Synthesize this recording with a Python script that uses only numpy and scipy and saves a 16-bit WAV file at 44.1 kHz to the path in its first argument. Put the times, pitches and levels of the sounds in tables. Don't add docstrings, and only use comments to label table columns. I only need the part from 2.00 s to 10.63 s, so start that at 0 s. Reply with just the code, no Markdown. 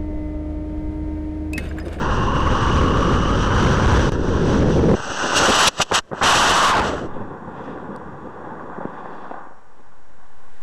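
import sys
import numpy as np
from scipy import signal
from scipy.fft import rfft, irfft
from scipy.io import wavfile
from scipy.ndimage import uniform_filter1d

SR = 44100
rng = np.random.default_rng(int(sys.argv[2]) if len(sys.argv) > 2 else 0)


def invert_db(x):
    u = np.asarray(x, float) / 20
    return 10 ** u


def int16_out(signal):
    q = np.round(np.clip(np.atleast_2d(signal).T, -1, 1) * 32767)
    wavfile.write(sys.argv[1], SR, q.astype(np.int16))


N = 380532
T = np.arange(N) / SR
HZ = np.fft.rfftfreq(N, 1 / SR)

# (shuts [s], snaps open [s], depth [dB], leak won back [dB], extra treble loss [dB])
CHOKES = [
    (3.683, 3.797, 30, 17.5, 1.5),
    (3.821, 3.915, 32, 11, 3.5),
    (3.99, 4.113, 41.5, 7.5, 9),
    (4.095, 4.209, 15, -1, 22),
]


def evened(x):
    return x / np.sqrt(np.mean(x ** 2) + 1e-20)


def read(points, hz):
    f, value = np.transpose(points)
    return np.interp(np.log(hz + 1), np.log(f + 1), value)


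def add(mix, s, sound):
    part = mix[round(s * SR):][:len(sound)]
    part += sound[:len(part)]


def ramp(s, length):
    return np.clip((T - s) / length, 0, 1)


def bumps(rows):
    return sum(db * np.exp(-(2 * (T - at) / length) ** 2) for at, db, length in rows)


def gusts(rate):
    return evened(irfft(rfft(rng.standard_normal(N)) / (1 + (HZ / rate) ** 2), N))


def coloured(points):
    return evened(irfft(rfft(rng.standard_normal(N)) * invert_db(read(points, HZ)), N))


def electronics():
    # (frequency [Hz], level [dB])
    whine = [(5599, -84), (5798, -91), (6702, -86), (7402, -86), (9598, -94)]
    # (frequency [Hz], density [dB])
    hiss = [(880, -33), (1500, -1), (1820, -6), (2350, -13.5), (3630, -17.5), (4470, -21), (7620, -22),
            (11000, -27.5), (14300, -58.5), (22000, -120)]
    # (frequency [Hz], density [dB])
    field = [(20, -16), (45, 3), (90, 1.5), (140, -2), (250, -32.5), (450, -2.5), (700, -14.5),
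             (1200, -48.5)]
    hiss_db, field_db = -63.5, -59
    rise_db, rise_s = 7.5, 0.41
    lines = np.zeros(N)
    for hz, db in whine:
        level = invert_db(db + 6 + 1.2 * gusts(9.0))
        lines += level * np.sin(2 * np.pi * hz * T + .3 * gusts(15.0))
    hiss_level = invert_db(hiss_db + rise_db * np.exp((T - T[-1]) / rise_s))
    return hiss_level * coloured(hiss) + invert_db(field_db) * coloured(field) + lines


def grit():
    # (time [s], peak level [dB], pitch [Hz])
    ticks = [
        (5.2056, -56, 4940),
        (5.9619, -36, 4700),
        (6.0237, -54, 8000),
        (6.0601, -60, 5610),
    ]
    out, t = np.zeros(N), np.arange(300) / SR
    for s, db, hz in ticks:
        click = .2 * np.sin(2 * np.pi * hz * t) + rng.standard_normal(300)
        add(out, s, invert_db(db) * click * np.exp(-t / .0012))
    return signal.sosfilt(signal.butter(2, [3500, 9500], "bandpass", fs=SR, output="sos"), out)


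def choke_db():
    shut_s, snap_s, leak_bend = 0.025, .004, 1.8
    lag_db, lag_s = 17, .027
    body, treble = np.zeros(N), np.zeros(N)
    for shuts, snaps, depth_db, leak_db, treble_db in CHOKES:
        shut = ramp(shuts, shut_s) * (1 - ramp(snaps, snap_s))
        leak = ramp(shuts, snaps - shuts) ** leak_bend
        body = np.maximum(body, shut * (depth_db - leak_db * leak))
        reopened = ramp(snaps - snap_s / 2, snap_s)
        lag = lag_db * reopened * (1 - ramp(snaps, lag_s) ** leak_bend)
        treble = treble + shut * treble_db * (1 - leak) + lag
    return [0.74 * body, 0.65 * body, body, body + treble]


def howl(rows):
    s, hz, db, width = np.transpose(rows)
    pole = np.exp(-np.pi * width.mean() / SR)
    white = rng.standard_normal(N) + 1j * rng.standard_normal(N)
    slow = signal.lfilter([1], np.convolve([1, -pole], [1, -pole]), white)
    phase = 2 * np.pi * np.cumsum(np.interp(T, s, hz)) / SR
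    tone = evened((slow * np.exp(1j * phase)).real)
    fade = np.clip(np.minimum(T - s[0], s[-1] - T) / .02, 0, 1)
    return tone * invert_db(np.interp(T, s, db) + 1.4 * gusts(25)) * fade


def turbulence(rows, bands, colour, housing, gust_db, gust_rate, crackle):
    # (time [s], gain [dB], length [s])
    surges = [(.3, 2.5, 0.28), (1.076, 1, .05), (1.7, 1.5, 0.19), (2.59, -0.5, 0.032), (3.1, 4.5, 0.11),
              (2.991, 6.5, 0.052), (3.43, 4.5, 0.081), (3.501, 12.5, 0.036), (3.685, 12, 0.017),
              (3.802, 12.5, 0.015), (3.917, 14.5, 0.028), (4.118, 10, 0.06), (4.241, 6.5, 0.024),
              (4.796, 2, 0.038), (4.886, 4.5, 0.065), (4.96, 9, 0.15), (5.03, 10.5, 0.054), (5.2, 0, .12),
              (5.5, 1, 0.14), (6.2, 0, 0.17), (7.793, 10, .06), (8.47, 1, 0.36)]
    # (time [s], gain [dB], length [s])
    hiss_gusts = [(.09, -3, 0.26), (3.375, 9, 0.047), (3.68, 14, 0.013), (3.82, 8.5, 0.07), (3.952, 3, .03),
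                  (4.87, 8.5, 0.089), (5.16, 4, .06), (5.67, 8, 0.3), (6.97, 4, 0.17), (7.23, 8.5, 0.52),
                  (7.79, 16, .12), (8.5, 9, 0.32)]
    # (time [s], drive [dB])
    overload = [(0, 1.2), (2.9, 2.5), (3.3, 4), (3.9, 6), (4.34, 9), (4.67, 9), (4.92, 1.5), (5.05, 0)]
    band_edges_hz = [150, 650, 2200]

    s, level_db, control = np.transpose(rows)
    surge_db = bumps(surges)
    swells = [1.1 * surge_db, surge_db, 0, bumps(hiss_gusts)]
    levels = []
    for (over_db, gain_db, _), swell_db, lost_db in zip(bands, swells, choke_db()):
        course_db = np.interp(T, s, level_db + over_db + gain_db * control)
        levels.append(course_db + swell_db - lost_db)

    strength = invert_db(2.6 * np.minimum(rng.exponential(1, N), 3.5))
    fires = rng.random(N) < 300 / SR
    shocks = strength * fires * rng.choice([-1, 1, 1], N)
    shocks = irfft(rfft(shocks) / (1 + (HZ / 2500) ** 4), N)
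    drive = rng.standard_normal(N) + crackle * evened(shocks)

    shape = read(colour, HZ)
    for hz, width, db in housing:
        shape = shape + db / (1 + (2 * (HZ - hz) / width) ** 2)
    z = rfft(drive) * invert_db(shape)
    below = [0] + [1 / (1 + (HZ / edge) ** 12) for edge in band_edges_hz] + [1]
    shared = gust_db * gusts(gust_rate)
    out = np.zeros(N)
    for db, band, lo, hi in zip(levels, bands, below, below[1:]):
        part = evened(irfft(z * (hi - lo), N))
        out += invert_db(db + shared + band[2] * gusts(gust_rate)) * part

    total_db = 10 * np.log10(sum(invert_db(2 * db) for db in levels))
    near_rail = np.clip((total_db + 20) / 5, 0, 1)
    on = np.clip(np.minimum(T - s[0], s[-1] - T) / .012 + 1, 0, 1)
    return out * on * invert_db(np.interp(T, *np.transpose(overload)) * near_rail)


def pops():
    # (time [s], peak level [dB], pitch [Hz], decay [cycles])
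    shots = [(3.795, -23, 800, 1.3), (3.913, -13, 900, 3.6), (4.1135, -39, 593, 2.5),
             (4.128, -25, 450, 0.98), (4.1324, -6, 610, 0.5), (6.471, -21.5, 400, 0.71),
             (6.781, -24, 330, 1.4), (6.786, -18, 330, 0.92), (6.807, -27, 700, 2.9),
             (6.812, -21.5, 567, 2.2), (6.853, -11, 308, 0.67), (6.858, -25, 298, 0.6),
             (7.058, -19.5, 810, 1.2), (7.185, -38, 800, 1.8), (7.312, -18, 806, 1.5),
             (7.316, -18, 703, 0.96), (7.343, -26, 700, 1.8), (7.471, -32.5, 400, 0.93),
             (7.508, -36.5, 500, 2), (7.52, -39, 600, 1.6)]
    out = np.zeros(N)
    for s, db, hz, cycles in shots:
        u = np.arange(1500) / SR * hz
        add(out, s, invert_db(db) * 1.8 * np.sin(2 * np.pi * u) * np.exp(-u / cycles * 1.8))
    return signal.sosfilt(signal.butter(3, [130, 1800], "bandpass", fs=SR, output="sos"), out)


def gas_rush():
    # (time [s], level [dB], chamber pressure [0-1])
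    course = [(0, -26, 0.21), (.3, -27.5, 0.12), (.84, -24.5, 0.37), (1.2, -26, 0.33), (1.7, -23.5, 0.12),
              (2.09, -23.5, 0.32), (2.17, -29, 0.52), (2.55, -25, 0.51), (2.945, -28, 1)]
    # (over the level [dB], gain as pressure goes 0 to 1 [dB], eddies [dB])
    bands = [
        (4.5, 0.5, 1),
        (-1, 14.5, 0.8),
        (1, -11, 0.7),
        (-12, -4, 1.3),
    ]
    # (frequency [Hz], density [dB])
    colour = [(12, -26), (20, -1), (69, 3.5), (246, -6.5), (528, -8.5), (670, -13.5), (1140, 11.5),
              (2260, -14.5), (2940, -22), (4250, -34), (5840, -35), (11000, -64), (14300, -92),
              (22000, -120)]
    # (centre [Hz], width [Hz], gain [dB])
    housing = [(683, 46, -6), (1190, 440, -16.5), (2220, 660, -22.5), (5850, 260, 9.5), (6400, 210, 6),
               (8080, 350, 11.5)]
    # (time [s], centre [Hz], level [dB], width [Hz])
    port_low = [(0, 988, -27, 200), (.5, 1097, -23.5, 330), (1, 1153, -26, 330), (1.6, 1257, -32.5, 200),
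                (2.05, 1240, -46, 200)]
    # (time [s], centre [Hz], level [dB], width [Hz])
    port_high = [(0, 2780, -41, 262), (.5, 2900, -37.5, 400), (1, 2940, -37, 400), (1.7, 3010, -37.5, 262),
                 (2.09, 3080, -49, 262)]
    # (from [s], to [s], depth [dB])
    gap_from, gap_to, gap_db = (2.0965, 2.12, -15)
    out = turbulence(course, bands, colour, housing, gust_db=0.9, gust_rate=6.4, crackle=0.27)
    out = out + howl(port_low) + howl(port_high)
    return out * invert_db(gap_db * ((T > gap_from) & (T < gap_to)))


def ignition():
    # (time [s], level [dB], thrust [0-1])
    course = [
        (2.955, -35, 0.3),
        (3.17, -29.5, 0.9),
        (3.23, -24, 0.24),
        (3.38, -22, 0.62),
        (3.46, -18.5, 1),
    ]
    # (over the level [dB], gain as thrust goes 0 to 1 [dB], eddies [dB])
    bands = [
        (-18.5, 1.5, 3.3),
        (-3, -6, 2.2),
        (1.5, -0.5, 1),
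        (-7, 3.5, 0.64),
    ]
    # (frequency [Hz], density [dB])
    colour = [(18, -50), (30, -23), (489, -16), (675, -4), (1450, -7.5), (2260, -21), (2900, -14.5),
              (5110, -20.5), (5930, -9), (7230, -26.5), (7980, -25.5), (11000, -55), (14300, -87.5),
              (22000, -120)]
    # (centre [Hz], width [Hz], gain [dB])
    housing = [(676, 120, -14), (1525, 350, 7.5), (2230, 180, -14), (2810, 370, 7.5), (5900, 310, -3),
               (7270, 300, -7), (7840, 400, 8)]
    return turbulence(course, bands, colour, housing, gust_db=0.64, gust_rate=29, crackle=0.29)


def jet():
    # (time [s], level [dB], dullness [0-1])
    course = [(3.47, -18.5, 0.2), (3.685, -15.5, 0.09), (3.95, -19, 0.08), (4.25, -17, 0.24),
              (4.68, -17.5, 0.3), (4.78, -18.5, 0.94), (4.95, -29, 0.62), (5.05, -38.5, 0.57),
              (5.11, -64, 0.5)]
    # (over the level [dB], gain as dullness goes 0 to 1 [dB], eddies [dB])
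    bands = [
        (-22, 13, 1),
        (-14.5, 13.5, 0.97),
        (-2, 3, 1.2),
        (-1, -21, 0.35),
    ]
    # (frequency [Hz], density [dB])
    colour = [(18, -33.5), (30, -10.5), (277, -15.5), (709, -13), (1110, -8.5), (1860, -14), (2260, -15),
              (2970, -17), (4090, -24), (5930, -31), (7980, -35), (11000, -49), (14300, -87), (22000, -120)]
    # (centre [Hz], width [Hz], gain [dB])
    housing = [(1510, 150, 1.5), (2243, 360, -20), (2966, 310, 4), (5900, 810, 9.5), (6800, 230, 6.5),
               (7810, 320, 11.5)]
    # (time [s], centre [Hz], level [dB], width [Hz])
    departure = [(4.55, 1260, -17, 400), (4.68, 1125, -11.5, 400), (4.8, 890, -16, 400),
                 (4.9, 596, -40, 400), (5.0, 412.3, -34, 300), (5.08, 290, -26, 300)]
    blast = turbulence(course, bands, colour, housing, gust_db=1.3, gust_rate=36, crackle=0.24)
    return blast + howl(departure)


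def climb():
    # (time [s], level [dB], distance [0-1])
    course = [(5.06, -41.5, 0), (5.17, -36, 0), (5.4, -42, 0.06), (5.66, -36, 0.24), (6.15, -40.5, 0.07),
              (6.56, -37, 0.24), (7.36, -35.5, 0.98), (7.61, -52.5, 1), (8.63, -54.5, 0.85)]
    # (over the level [dB], gain as distance goes 0 to 1 [dB], eddies [dB])
    bands = [
        (-2.5, -30, 1.5),
        (4, -13, 1.7),
        (0.5, -0.5, 1.25),
        (-25.5, -11, 1.1),
    ]
    # (frequency [Hz], density [dB])
    colour = [(18, -45), (30, -7.5), (182, 8), (514, 4.5), (626, -6.5), (802, -10), (1110, -10.5),
              (1560, -17.5), (2210, -31.5), (3440, -35.5), (4300, -56), (7590, -60), (11000, -72),
              (14300, -101), (22000, -120)]
    # (centre [Hz], width [Hz], gain [dB])
    housing = [(664, 60, -10), (1302, 79, -11), (2237, 340, -8.5), (3000, 350, -8.5), (3550, 450, 1.5),
               (4770, 330, 8)]
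    # (time [s], centre [Hz], level [dB], width [Hz])
    treble_swells = [(5.5, 5500, -85, 3000), (5.66, 5700, -67, 3000), (5.8, 5240, -89, 3000),
                     (6.9, 3600, -82.5, 1500), (7.15, 4480, -68, 1490), (7.4, 3500, -75, 1490),
                     (7.5, 3500, -87.5, 1500)]
    far_jet = turbulence(course, bands, colour, housing, gust_db=0.45, gust_rate=10.5, crackle=0.16)
    return far_jet + howl(treble_swells)


def scene():
    background = electronics() + grit() + pops()
    rocket = gas_rush() + ignition() + jet() + climb()
    return (background + rocket)[None]


def resting_point():
    # (time [s], offset [full scale])
    drift = [(.7, -.044), (1.9, -.013), (2.3, -.043), (2.85, -.023), (3.68, -.021), (3.75, .004),
             (4.6, -.009), (4.9, .012), (5.3, -.005)]
    sag_depth, sag_fold_s, tremor = .078, .85, .007
    recoil = .0008
    wobble_s, wobble_hz, wobble, wobble_width_s = 5.155, 7.8, .07, .11
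    sag = np.exp((T - T[-1]) / sag_fold_s)
    rest = uniform_filter1d(np.interp(T, *np.transpose(drift)), size=600)
    rest = rest - sag * sag_depth + np.sqrt(sag) * tremor * gusts(8)
    since = T - wobble_s
    rest -= wobble * np.cos(2 * np.pi * wobble_hz * since) * np.exp(-(since / wobble_width_s) ** 2)
    t = T[:9000]
    kick = np.exp(-t / .03) * (1 - np.exp(-t / .004))
    for s, _, depth_db, *_ in CHOKES[:-1]:
        add(rest, s + .01, recoil * depth_db * kick)
    return rest


def rails():
    # (time [s], change [full scale])
    steps = [
        (3.9, -.1),
        (3.94, .1),
        (4.348, -.027),
        (4.66, -.022),
    ]
    tired_s, rested_s = 3.9, 5.1
    rail, sink_per_s, free_rail = .305, .11, .9
    upper = rail - sink_per_s * (T - tired_s) + sum(step * ramp(s, .005) for s, step in steps)
    tired = ramp(tired_s - .05, .05) * (1 - ramp(rested_s, .2))
    upper = free_rail + tired * (upper - free_rail)
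    return upper, 1.9 * upper - .075


def converter(soft):
    full_scale = .296
    image_slope, edge_hz = 9.4, 14350
    samples = np.pad(np.clip(soft[::2], -full_scale, full_scale), 100, "edge")
    comb = np.zeros(2 * len(samples))
    comb[::2] = 2 * samples
    hz = np.linspace(0, SR / 2, 200)
    gain = 1 / (1 + (4 * hz / SR) ** image_slope) / (1 + (hz / edge_hz) ** 80)
    smooth = signal.firwin2(201, hz, gain, fs=SR)
    return signal.oaconvolve(comb, smooth, "same")[200:200 + N]


def band_limit(x):
    return signal.sosfilt(signal.butter(12, 15550, fs=SR, output="sos"), x)


def record(dry):
    knee = 4.5
    x = dry[0] + resting_point()
    rail = np.where(x > 0, *rails())
    saturated = x / (1 + abs(x / rail) ** knee) ** (1 / knee)
    anti_alias = signal.butter(6, 13500, fs=SR, output="sos")
    soft = signal.sosfiltfilt(anti_alias, saturated)
    return band_limit(converter(soft)[None])


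dry = scene()
out = record(dry)
int16_out(out)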